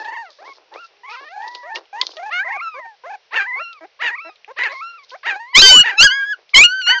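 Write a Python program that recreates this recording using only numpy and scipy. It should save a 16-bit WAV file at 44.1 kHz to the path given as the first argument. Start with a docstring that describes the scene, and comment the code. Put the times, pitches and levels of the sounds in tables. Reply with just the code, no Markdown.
"""Puppies on a slatted bamboo floor: one whines long cries, another whimpers and grunts, and a third
yelps right at the phone when lifted and overloads it. Each voice is a stack of partials on a gliding
pitch, shaped by mouth and throat, with irregular folds and breath. Claws tick (ringing noise bursts),
paws scrape (dense clicks) and bodies bump (dull thuds) on the boards, over a steady room background."""
import sys
import numpy as np
from scipy import signal
from scipy.fft import rfft, irfft
from scipy.io import wavfile
from scipy.ndimage import uniform_filter1d

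SR = 44100
rng = np.random.default_rng(int(sys.argv[2]) if len(sys.argv) > 2 else 0)


def file_out(sig):
    """Save sig as 16-bit WAV at sys.argv[1]."""
    # one column per channel
    cols = np.atleast_2d(sig).T
    # limit, then scale
    lim = np.clip(cols, -1, 1)
    pcm = np.round(lim * 32767).astype(np.int16)
    wavfile.write(sys.argv[1], SR, pcm)


N = 308700
T = np.arange(N) / SR
PHONE_RATE_HZ = 16000


def undb(db):
    """Amplitude factor of a level in dB."""
    return 10 ** (np.asarray(db) / 20)


def unit(x):
    """Scale to RMS 1."""
    return x / np.sqrt(np.mean(x ** 2))


def band(x, lo_hz, hi_hz):
    """Band-pass with gentle edges."""
    return signal.sosfilt(signal.butter(2, [lo_hz, hi_hz], "bandpass", fs=SR, output="sos"), x)


def flutter(top_hz):
    """Random wavering up to about top_hz, RMS 1."""
    return unit(signal.sosfilt(signal.butter(2, top_hz, fs=SR, output="sos"), rng.standard_normal(N)))


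def curve(points):
    """Join (time_s, value) points by straight lines."""
    return np.interp(T, *np.transpose(points))


def log_interp(hz, table):
    """Read a (frequency_hz, gain_db) table on a log frequency axis."""
    table_hz, table_db = np.transpose(table)
    return np.interp(np.log(hz), np.log(table_hz), table_db)


def warble(spells):
    """Pitch factor and level change in dB: the pitch flicks up and the level shifts at each crest."""
    share, change_db = 0, 0
    for first_s, last_s, rate_hz, depth, crest_db in spells:
        on = (T > first_s - .5 / rate_hz) & (T < last_s + .5 / rate_hz)
        crest = on * np.cos(np.pi * rate_hz * (T - first_s)) ** 2
        share = share + depth * (2 * crest - on)
        change_db = change_db + crest_db * crest ** 2
    return 1 + share, change_db


def voice(calls, rough, mouth, press_db, upper_db, breath_db, size, count, waver=(1, 0)):
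    """Partials on one pitch; irregular folds shake pitch and strength and let air hiss once a cycle."""
    # throat colour of the upper partials: frequency_hz, gain_db
    throat = [(1000, -8), (2000, -7.5), (2800, -17.5), (3200, -22.5), (4300, -24.5), (5500, -37),
              (7200, -32.5)]
    climb_db = 0.5  # gain per partial above the third
    upper_growth, hiss_growth = 0.13, 0.29  # extra dB per dB of effort
    rasp_hz, rasp_depth = 210, .35  # uneven beating of hoarse folds

    gate = np.zeros(N)
    for call in calls:
        gate[int(call[0][0] * SR):int(call[-1][0] * SR) + 130] = 1
    gate = uniform_filter1d(gate, size=130)

    s, pitch_hz, level_db, tilt_db = np.concatenate(calls).T
    pitch_factor, waver_db = waver
    hz = uniform_filter1d(np.interp(T, s, pitch_hz) * pitch_factor, size=130)
    jitter = .03 * np.sqrt(rough) * flutter(30) + .017 * rough * flutter(160)
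    phase = 2 * np.pi * np.cumsum(hz * (1 + jitter)) / SR
    effort_db = uniform_filter1d(np.interp(T, s, level_db), size=200) + waver_db
    tilt_db = uniform_filter1d(np.interp(T, s, tilt_db), size=200)
    below_peak_db = effort_db - effort_db.max()

    # the mouth shapes the low partials; pressed folds change the third and higher
    low = []
    for k in range(1, size + 1):
        db = log_interp(k * hz, mouth) + tilt_db * np.log2(min(k, 3))
        low.append(db - (-climb_db) * max(k - 3, 0) + (k > 2) * press_db)
    low = np.array(low)
    # together the low partials carry the effort level
    levels = list(low + effort_db - 10 * np.log10(np.sum(undb(2 * low), axis=0)))

    # the throat colours the upper partials, which also thin out at high pitch
    upper = effort_db + np.minimum(press_db, 0) / 2 + upper_growth * below_peak_db
    upper = upper + upper_db - 8 * np.log2(hz / 700)
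    levels += [upper + log_interp(k * hz, throat) for k in range(size + 1, count + 1)]

    uneven = flutter(50) * np.cos(phase / 2)  # strong-weak cycles: lines halfway between partials
    partials = 0
    for k, db in enumerate(levels, 1):
        shimmer = 1 + .4 * rough * flutter(200) + .8 * rough ** 2 * uneven
        audible = k * hz < PHONE_RATE_HZ / 2
        partials = partials + np.sqrt(2) * undb(db) * shimmer * np.sin(k * phase + k * k) * audible

    air = unit(band(band(rng.standard_normal(N), 600, 8100), 780, 7900)) * (1 + np.cos(phase))
    hiss = undb(breath_db + effort_db + hiss_growth * below_peak_db) * rough * air
    rasp_phase = 2 * np.pi * np.cumsum(rasp_hz * (1 + .3 * flutter(25))) / SR
    rasp = 1 + rasp_depth * rough * np.cos(rasp_phase)
    return gate * rasp * (partials + hiss)


def hoarseness(cries):
    """Long cries open clear, break into a bark, then clear again."""
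    # one row per cry: bark_roughness (0-1), hold_s
    barks = [(.3, .14), (.22, .2), (.22, .32), (.75, .07), (.75, .07), (.85, .12), (.75, .06), (.75, .06),
             (.1, .05), (.45, .04)]
    onset_s, fade_s, clear_rough = .03, .08, .06
    points = []
    for cry, (rough, hold_s) in zip(cries, barks):
        s = cry[0][0] + onset_s
        points += [(s - onset_s / 2, clear_rough), (s, rough)]
        points += [(s + hold_s, rough), (s + hold_s + fade_s, clear_rough)]
    return curve(points)


def whines():
    """Long gliding cries whose folds press, bark and warble."""
    # one list per cry: time_s, pitch_hz, level_db, tilt_db_per_octave (mouth opening)
    cries = [
        [(0.0, 877, -28, -4), (0.05, 902, -30, -3.5), (0.082, 911, -23, -7), (0.106, 899, -29, -6.5),
         (0.17, 938, -27, -1), (0.222, 892, -30.5, -9), (0.24, 802, -37.5, -8), (0.266, 692, -40, 5.5),
         (0.32, 564, -56.5, -19)],
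        [(0.93, 404, -67, -40), (1.07, 423, -64, -34), (1.09, 412.4, -41, -13), (1.12, 458.5, -33.5, -17),
         (1.155, 504, -35, -7), (1.19, 532, -36.5, -2), (1.23, 569, -38, -3), (1.3, 650, -37.5, -5.5),
         (1.35, 846, -36.5, -5), (1.378, 829, -33, -14), (1.444, 949, -31.5, -3), (1.564, 993, -37.5, -6),
         (1.674, 964, -38, -1), (1.72, 882, -31.5, -5), (1.75, 902, -28, -1), (1.775, 945, -30.5, -3.5)],
        [(2.29, 450, -57, -9), (2.312, 603, -28.5, 6), (2.33, 688, -20.5, 13.5), (2.398, 759, -18, 22.5),
         (2.43, 837, -23, 16.5), (2.45, 1080, -32, 9), (2.476, 946, -20.5, 9.5), (2.49, 1096, -31, 11),
         (2.51, 890, -22, 3), (2.53, 1063, -26, 13), (2.59, 1209, -30.5, 5.5), (2.602, 1017, -26, 17),
         (2.618, 1348, -27, -9), (2.65, 1332, -27, -8), (2.682, 1328, -23, -6), (2.712, 1297, -41, 1.5),
         (2.75, 1180, -33.5, 4), (2.832, 940, -35.5, -2), (2.884, 911, -36, -8), (2.95, 793, -53.5, -10)],
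        [(3.308, 449, -48, -14), (3.326, 578.5, -31.5, 2), (3.342, 687, -22.5, 9.5), (3.353, 800, -25, 9),
         (3.361, 920, -17.5, 25), (3.374, 872, -15, 10), (3.39, 883, -18, 16), (3.406, 778.5, -17.5, 17),
         (3.45, 767, -29, 17), (3.474, 969, -26.5, 2), (3.49, 1000, -22.5, 13), (3.52, 978, -22.5, 7.5),
         (3.54, 1024, -20.5, 17.5), (3.592, 1138, -27, 10), (3.604, 1380, -24.5, -6), (3.642, 1378, -31.5, 8.5),
         (3.718, 1375, -38, 1.5), (3.744, 1295, -44, -3), (3.79, 1117, -46, 5)],
        [(3.991, 513, -45, -7), (4.003, 604, -31.5, -1), (4.017, 712.5, -21.5, 15.5), (4.027, 917, -21, 6.5),
         (4.05, 957, -19.5, 5), (4.078, 896, -16.5, 15.5), (4.104, 837.5, -24, 12), (4.12, 957, -27.5, 4.5),
         (4.146, 948, -23, 12), (4.17, 1336, -38.5, 1), (4.188, 1070, -28, 16), (4.22, 1342, -36, 4.5),
         (4.272, 1345, -36, 5), (4.306, 1250, -44.5, 4), (4.345, 1218, -62, -3)],
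        [(4.562, 466, -46, -19), (4.572, 580.4, -34, -10), (4.586, 669, -24, 10.5), (4.596, 924, -22, 6),
         (4.62, 1006, -17.5, 17), (4.644, 1013, -20, 11), (4.662, 868, -19, 11.5), (4.678, 817, -26, 9),
         (4.7, 1015, -31, 9.5), (4.734, 1076, -31.5, 5), (4.802, 1087, -32, 8), (4.822, 1341, -26.5, -11),
         (4.9, 1382, -35.5, 0.5), (4.964, 1363, -39, -5), (4.994, 1174, -42, 6.5), (5.04, 1071, -50, 4)],
        [(5.232, 495.5, -33, 14), (5.244, 610, -35, -3), (5.258, 671, -24.5, 8), (5.272, 947, -18.5, 5.5),
         (5.29, 974, -19, 6.5), (5.314, 818, -20.5, 11), (5.35, 739, -30.5, 5), (5.362, 800, -26, -7),
         (5.39, 822, -39.5, -3), (5.404, 919, -29, -8.5), (5.452, 951, -36.5, -2.5), (5.535, 1170, -44.5, 12)],
        [(5.83, 607, -28, 9), (5.85, 940, -18.5, 6), (5.875, 933, -16.5, 10), (5.905, 940, -17.5, 7.5),
         (5.918, 776, -26, 8), (5.952, 763, -31, 8), (5.98, 891, -32, -6)],
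        [(6.09, 1070, -44, -35), (6.11, 1026, -27.5, 15), (6.182, 1110, -34, 12), (6.24, 1170, -43.5, 7.5),
         (6.27, 1053, -55, 2)],
        [(6.865, 512, -29, -4), (6.889, 764, -23, 6.5), (6.905, 904, -14.5, 8.5), (6.923, 977, -17.5, 6.5),
         (6.95, 943, -20, 5), (6.983, 978, -31.5, -6), (7.0, 804, -48, -11.5)],
    ]
    # how hard the folds close, acting from the third partial up: time_s, press_db
    fold_press = [(0, -3.5), (0.2, -3), (0.24, -4), (0.27, -7), (0.32, -2), (1.08, -9), (1.16, -1.5),
                  (1.23, -4), (1.29, 7), (1.36, -6), (1.74, -33), (1.76, 16), (2.3, -8), (2.4, -12),
                  (2.44, -36), (2.58, -47), (2.63, 6), (2.75, -9), (2.8, -27.5), (3.1, 19), (3.33, -5),
                  (3.35, -2.5), (3.4, -9.5), (3.44, -9.5), (3.48, -22), (3.55, -38), (3.6, -9.5),
                  (3.79, -6.5), (4.01, -6), (4.035, -0.5), (4.08, -3), (4.12, -16), (4.17, -27), (4.3, 1),
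                  (4.58, 3), (4.62, -12), (4.7, -2), (4.81, -12), (4.84, 4), (5.03, -7), (5.25, -5),
                  (5.28, 1.5), (5.31, -1), (5.33, -9), (5.37, 4), (5.45, -5), (5.53, -5), (5.85, -1.5),
                  (5.98, -7), (6.18, -29), (6.25, -14.5), (6.88, 4.5), (6.93, -12), (7, -8)]
    # warbling spells: first_crest_s, last_crest_s, rate_hz, depth (share of pitch), crest_db
    spells = [(0.035, 0.162, 25, .04, -8.5), (1.126, 1.297, 23, .03, -5.5), (3.499, 3.581, 29.7, 0.019, -3),
              (4.695, 4.801, 22, 0.019, -3.5), (4.926, 5.018, 22, 0.019, -4.5)]
    # mouth resonances: frequency_hz, gain_db
    mouth = [(400, -41), (700, -1.5), (1000, 0), (1400, -3.5), (1900, 4), (2300, -9), (2750, -6.5),
             (3200, -26.5), (4000, -16), (5500, -23.5)]
    return voice(cries, hoarseness(cries), mouth, curve(fold_press), upper_db=6,
                 breath_db=-33.5, size=4, count=9, waver=warble(spells))


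def swells(events, rise_db_s, stop_s):
    """Each event rises to its level, fades at its own pace and stops."""
    out = 0
    for s, db, fade_db_s in events:
        t = T - s
        fall_db = -fade_db_s * t - rise_db_s * np.maximum(t - stop_s, 0)
        out = out + undb(db + np.where(t < 0, rise_db_s * t, fall_db))
    return out


def clicks(rate_hz, spread_db):
    """Random tiny clicks of uneven size."""
    struck = rng.random(N) < rate_hz / SR
    return struck * undb(spread_db * rng.exponential(size=N)) * rng.standard_normal(N)


def scrape():
    """Paws scraping: dense tiny clicks in the bright band of the slats."""
    # peak_s, level_db, fade_db_per_s
    strokes = [(0.0, -46, 208), (0.2, -61, 28), (0.304, -53.5, 57), (0.45, -51.5, 37), (0.74, -52.5, 64),
               (0.84, -57, 200), (1.1, -43, 125), (1.22, -57.5, 18), (1.42, -52, 98), (1.48, -36.5, 1795),
               (1.51, -52, 50), (1.55, -41, 700), (1.756, -28.5, 652), (2.012, -67, 700),
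               (2.035, -40.5, 58), (4.36, -97, 400), (4.45, -73, 1500), (4.72, -46.5, 76),
               (5.038, -48, 500), (5.095, -42.5, 300), (5.18, -63.5, 67), (6.495, -51.5, 400)]
    grains = band(band(clicks(5000, 2.2), 3300, 5700), 3300, 5700)
    return swells(strokes, rise_db_s=2493, stop_s=0.13) * unit(grains)


def bumps():
    """Soft bumps through the floor: dull grainy thuds in the boards' low resonance."""
    # peak_s, level_db, fade_db_per_s
    thuds = [(0.0, -37, 270), (0.106, -38.5, 503), (0.3, -48.5, 700), (0.42, -44, 200), (0.49, -46, 600),
             (0.57, -55.5, 67), (0.625, -54, 600), (0.75, -34, 502), (0.8, -72, 200), (0.9, -60, 102),
             (1.226, -40, 450), (1.454, -45, 150), (1.568, -51, 400), (1.766, -32.5, 324),
             (2.016, -43.5, 46), (2.21, -57, 342), (3.52, -50, 501), (6.39, -49, 902), (6.428, -55, 1203)]
    return swells(thuds, rise_db_s=593.5, stop_s=.15) * unit(band(clicks(600, 2.5), 336, 1070))


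def room():
    """Steady background of shaped noise that drifts a little in level."""
    # relative noise spectrum: frequency_hz, density_db
    spectrum = [(88, -39), (150, -35), (242, -52.5), (439, -15.5), (1240, -21), (2800, -17), (3040, -19.5),
                (4370, -21.5), (5700, -23), (7800, -60.5), (10100, -35.5), (17200, -120)]
    shape = undb(log_interp(np.arange(N // 2 + 1) * SR / N + 1, spectrum))
    noise = unit(irfft(rfft(rng.standard_normal(N)) * shape, N))
    return undb(-58.5 + 0.3 * flutter(9)) * noise


def ticks():
    """Claws striking the slats: a short ring of the slat and a crackly tail."""
    # start_s, peak_db, centre_hz, tail_t60_s
    strikes = [(0.046, -33, 3450, 0.24), (0.304, -35.5, 4450, 0.016), (0.7397, -31.5, 2723, 0.014),
               (0.968, -45, 3117, 0.027), (1.4211, -32, 2917, 0.027), (1.4858, -45, 4166, 0.02),
               (1.5494, -19, 3650, 0.032), (1.7579, -11.5, 2900, 0.018), (1.8547, -41, 3194, 0.04),
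               (2.0139, -1, 3910, 0.016), (2.027, -53, 4030, 0.02), (2.0676, -9, 4210, 0.015),
               (2.1165, -30, 3830, 0.027), (2.168, -25, 3440, 0.048), (3.7296, -27, 4010, 0.028),
               (4.358, -39, 3210, 0.034), (4.4456, -26.5, 2584, 0.013), (4.6372, -15.5, 3667, 0.031),
               (5.1052, -28, 3302, 0.042), (6.493, -33, 3140, 0.025), (6.815, -26.5, 2900, 0.052)]
    out = np.zeros(N)
    t = T[:3000]
    for s, db, hz, t60_s in strikes:
        crack = band(rng.standard_normal(len(t)), 0.75 * hz, min(1.145 * hz, 9000))
        hit = crack * (undb(-60 * t / (0.11 * t60_s)) + 0.53 * undb(-60 * t / t60_s))
        i = int(s * SR)
        out[i:i + len(t)] += undb(db) * hit / np.abs(hit).max()
    return out


def whimper(s, length_s, first_hz, top_hz, last_hz, rise, db, tilt_db):
    """The pitch moves to its top while the voice swells and the mouth closes slightly, then drifts on."""
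    attack_s, release_s = min(0.018, length_s / 4), min(0.0098, length_s / 4)
    swell_db, edge_db, open_db = -2.5, -20.5, 0.5
    hook = 0.95  # share of the last pitch left as the whimper dies
    top_s = np.clip(rise * length_s, 2 * attack_s, length_s - 2 * release_s)
    times = np.array([0, attack_s, top_s, length_s - release_s, length_s])
    hz = np.interp(times, times[[0, 2, 3, 4]], [first_hz, top_hz, last_hz, hook * last_hz])
    level_db = db + np.array([2 * swell_db, swell_db, 0, 0, 2 * edge_db])
    tilt_db = tilt_db + np.interp(times, times[[0, 2]], [open_db, 0])
    return np.transpose([s + times, hz, level_db, tilt_db])


def whimpers():
    """Short breathy whimpers and grunts from a small mouth."""
    # start_s, length_s, first_hz, top_hz, last_hz, rise (share of length), level_db, tilt_db_per_octave
    rows = [(0.049, .13, 780, 1126, 950, 0.83, -34, -8.5), (0.387, 0.15, 540, 1115, 1085, 0.63, -40, -12),
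            (0.717, 0.15, 807, 1378, 1380, 0.54, -39, -15), (1.034, 0.15, 942, 1470, 980, 0.8, -33, -12),
            (1.358, 0.14, 760, 879, 950, .75, -30.5, -14.5), (1.631, .11, 539, 756.6, 900, 0.63, -34, -10),
            (1.929, .115, 772, 1052, 990, 0.9, -27, -12), (2.168, 0.14, 618, 886, 785, 0.83, -29.5, -11),
            (2.445, .14, 591.5, 913, 705, 0.62, -31, -8), (2.742, 0.069, 488.4, 551, 640, 0.57, -33.5, -11),
            (2.848, 0.023, 808, 757, 770, 0.66, -37, -10.5),
            (3.037, 0.13, 480, 846, 785, 0.6, -31.5, -10.5), (3.328, 0.053, 418, 476, 560, 0.51, -30.5, -9),
            (3.556, .075, 361.5, 616, 670, 0.7, -34, -8),
            (3.808, 0.058, 315.4, 327, 420, 0.53, -37.5, -15.5),
            (4.038, 0.037, 330, 330, 332, 0.37, -41.5, -12),
            (4.247, 0.061, 314.6, 337.5, 420, 0.75, -37, -12),
            (4.478, 0.051, 385, 505, 560, 0.61, -35, -14), (4.682, 0.066, 537, 560, 700, 0.6, -35, -7),
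            (5.116, 0.055, 499, 548, 780, 0.35, -33.5, -8.5)]
    # warbling spells: first_crest_s, last_crest_s, rate_hz, depth (share of pitch), crest_db
    spells = [(0.1, .18, 25.5, .03, -9.5), (1.07, 1.17, 30.15, .04, -6), (1.39, 1.47, 27.88, .04, -3),
              (2.2, 2.28, 30.06, .04, 3.5), (2.49, 2.56, 27.2, .03, 4.5), (3.07, 3.15, 27.22, .05, 2)]
    # mouth resonances: frequency_hz, gain_db
    mouth = [(330, -27.5), (500, -20), (700, -0.5), (900, 0), (1200, -5.5), (1600, 0), (2000, 8),
             (2750, 3.5), (3500, -1), (4400, -13)]
    return voice([whimper(*row) for row in rows], .24, mouth, press_db=-4, upper_db=-9,
                 breath_db=-11.5, size=3, count=7, waver=warble(spells))


def yelps():
    """Loud yelps close to the phone, with nearly regular folds."""
    # one list per yelp: time_s, pitch_hz, level_db, tilt_db_per_octave (mouth opening)
    cries = [
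        [(5.53, 995.6, -33, -45), (5.545, 1001, -20.5, 1.5), (5.552, 1000, -3.5, 3.5), (5.578, 1188, 7.5, 19.5),
         (5.6, 1323, 1, 15), (5.616, 1385, -4, 1.5), (5.621, 1573, 8, 12.5), (5.694, 1533, 4.5, 14),
         (5.735, 1506, 7.5, 10), (5.78, 1475, 5.5, 22.5), (5.8, 1431, 5.5, 18), (5.816, 1466, -2.5, 10),
         (5.83, 1410, -18.5, 3)],
        [(5.97, 1327, -41.5, 15), (5.984, 1305, -10, 3.5), (6.014, 1408, 2.5, 9), (6.042, 1648, 3, -3.5),
         (6.066, 1643, -2, -14), (6.075, 1445, -10.5, -11), (6.102, 1478, -15.5, -2), (6.122, 1604, -15.5, -7),
         (6.166, 1668, -20, -9), (6.235, 1601, -17.5, -22), (6.261, 1659, -27, -12.5),
         (6.325, 1689, -17.5, -16), (6.335, 1510, -22.5, -22.5), (6.345, 1435, -25, -24.5),
         (6.355, 1341, -69, -11.5)],
        [(6.535, 1190, -32, -23), (6.543, 1100, -4.5, 4), (6.551, 991, -4, 15), (6.572, 1068, 7, 9.5),
         (6.595, 1126, 5, 10), (6.613, 1190, 5.5, 20.5), (6.634, 1277, -6, 21), (6.639, 1421, 0.5, 7),
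         (6.655, 1425, -3, 5), (6.672, 1423, -18, -8), (6.713, 1495, -20, -18), (6.73, 1519, -18.5, -21.5),
         (6.774, 1546, -22.5, -18), (6.796, 1540, -20.5, -22), (6.834, 1425, -25, 0), (6.866, 1391, -19.5, 2),
         (6.875, 1452, -10.5, -6), (6.914, 1494, -8, 0.5), (6.945, 1548, -19.5, -8.5),
         (6.974, 1590, -20, -14.5), (6.986, 1540, -19, -14), (7.0, 1370, -36, -10)],
    ]
    # how hard the folds close, acting from the third partial up: time_s, press_db
    fold_press = [(5.55, -1.5), (5.58, 0), (5.61, 30), (5.625, -0.5), (5.7, 3.5), (5.74, -25.5),
                  (5.77, -20.5), (5.795, -30.5), (5.82, -6.5), (5.985, 1.5), (6.015, 1), (6.045, 17.5),
                  (6.07, 18), (6.09, -6), (6.12, 6), (6.17, 7.5), (6.235, 4.5), (6.33, 14), (6.535, -23.5),
                  (6.55, 2), (6.575, 4), (6.595, -8.5), (6.612, -26), (6.63, -13), (6.67, 0.5), (6.7, 15.5),
                  (6.725, 25), (6.74, 13), (6.79, 20.5), (6.84, 2.5), (6.88, 6.5), (6.92, -2.5), (6.98, 14)]
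    # mouth resonances: frequency_hz, gain_db
    mouth = [(1000, -17), (1500, -1), (2200, 11), (3000, 5.5), (3700, -5.5), (4600, -4.5), (5600, -15.5),
             (7500, -20)]
    return voice(cries, .008, mouth, curve(fold_press), upper_db=1, breath_db=14.5, size=5, count=5)


def echo(x):
    """Short diffuse reverberation: convolution with decaying noise."""
    t60_s, level_db = .1, -16
    tail = rng.standard_normal(8000) * undb(-60 * T[:8000] / t60_s)
    return undb(level_db) * signal.fftconvolve(x, tail / np.sqrt(np.sum(tail ** 2)))[:N]


def scene():
    """Puppies and floor sounds with their echo, over the room."""
    near = whines() + scrape() + bumps() + ticks() + whimpers() + yelps()
    return (near + echo(near) + room())[None]


def record(dry):
    """The phone cuts bass, samples slowly and clips, folding overload tones down; the output clips again."""
    mic_low_hz, mic_top_hz, phone_band_hz, top_hz = 314, 6793, 7300, 15600
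    x = signal.sosfilt(signal.ellip(5, .5, 45, mic_low_hz, "highpass", fs=SR, output="sos"), dry)
    x = signal.sosfilt(signal.butter(8, mic_top_hz, fs=SR, output="sos"), x)
    slow = signal.resample_poly(x, PHONE_RATE_HZ // 100, SR // 100, axis=1)
    slow = np.clip(slow, -.74, .7)
    slow = signal.sosfilt(signal.butter(1, phone_band_hz, fs=PHONE_RATE_HZ, output="sos"), slow)
    x = signal.resample_poly(slow, SR // 100, PHONE_RATE_HZ // 100, axis=1)[:, :N]
    # faint low circuit noise lies under everything
    rumble = undb(-86.5) * unit(band(rng.standard_normal(N), 40, 250))
    x = np.clip(x + rumble, -.99, .99)
    return signal.sosfilt(signal.ellip(8, .2, 70, top_hz, fs=SR, output="sos"), x)


dry = scene()
out = record(dry)
file_out(out)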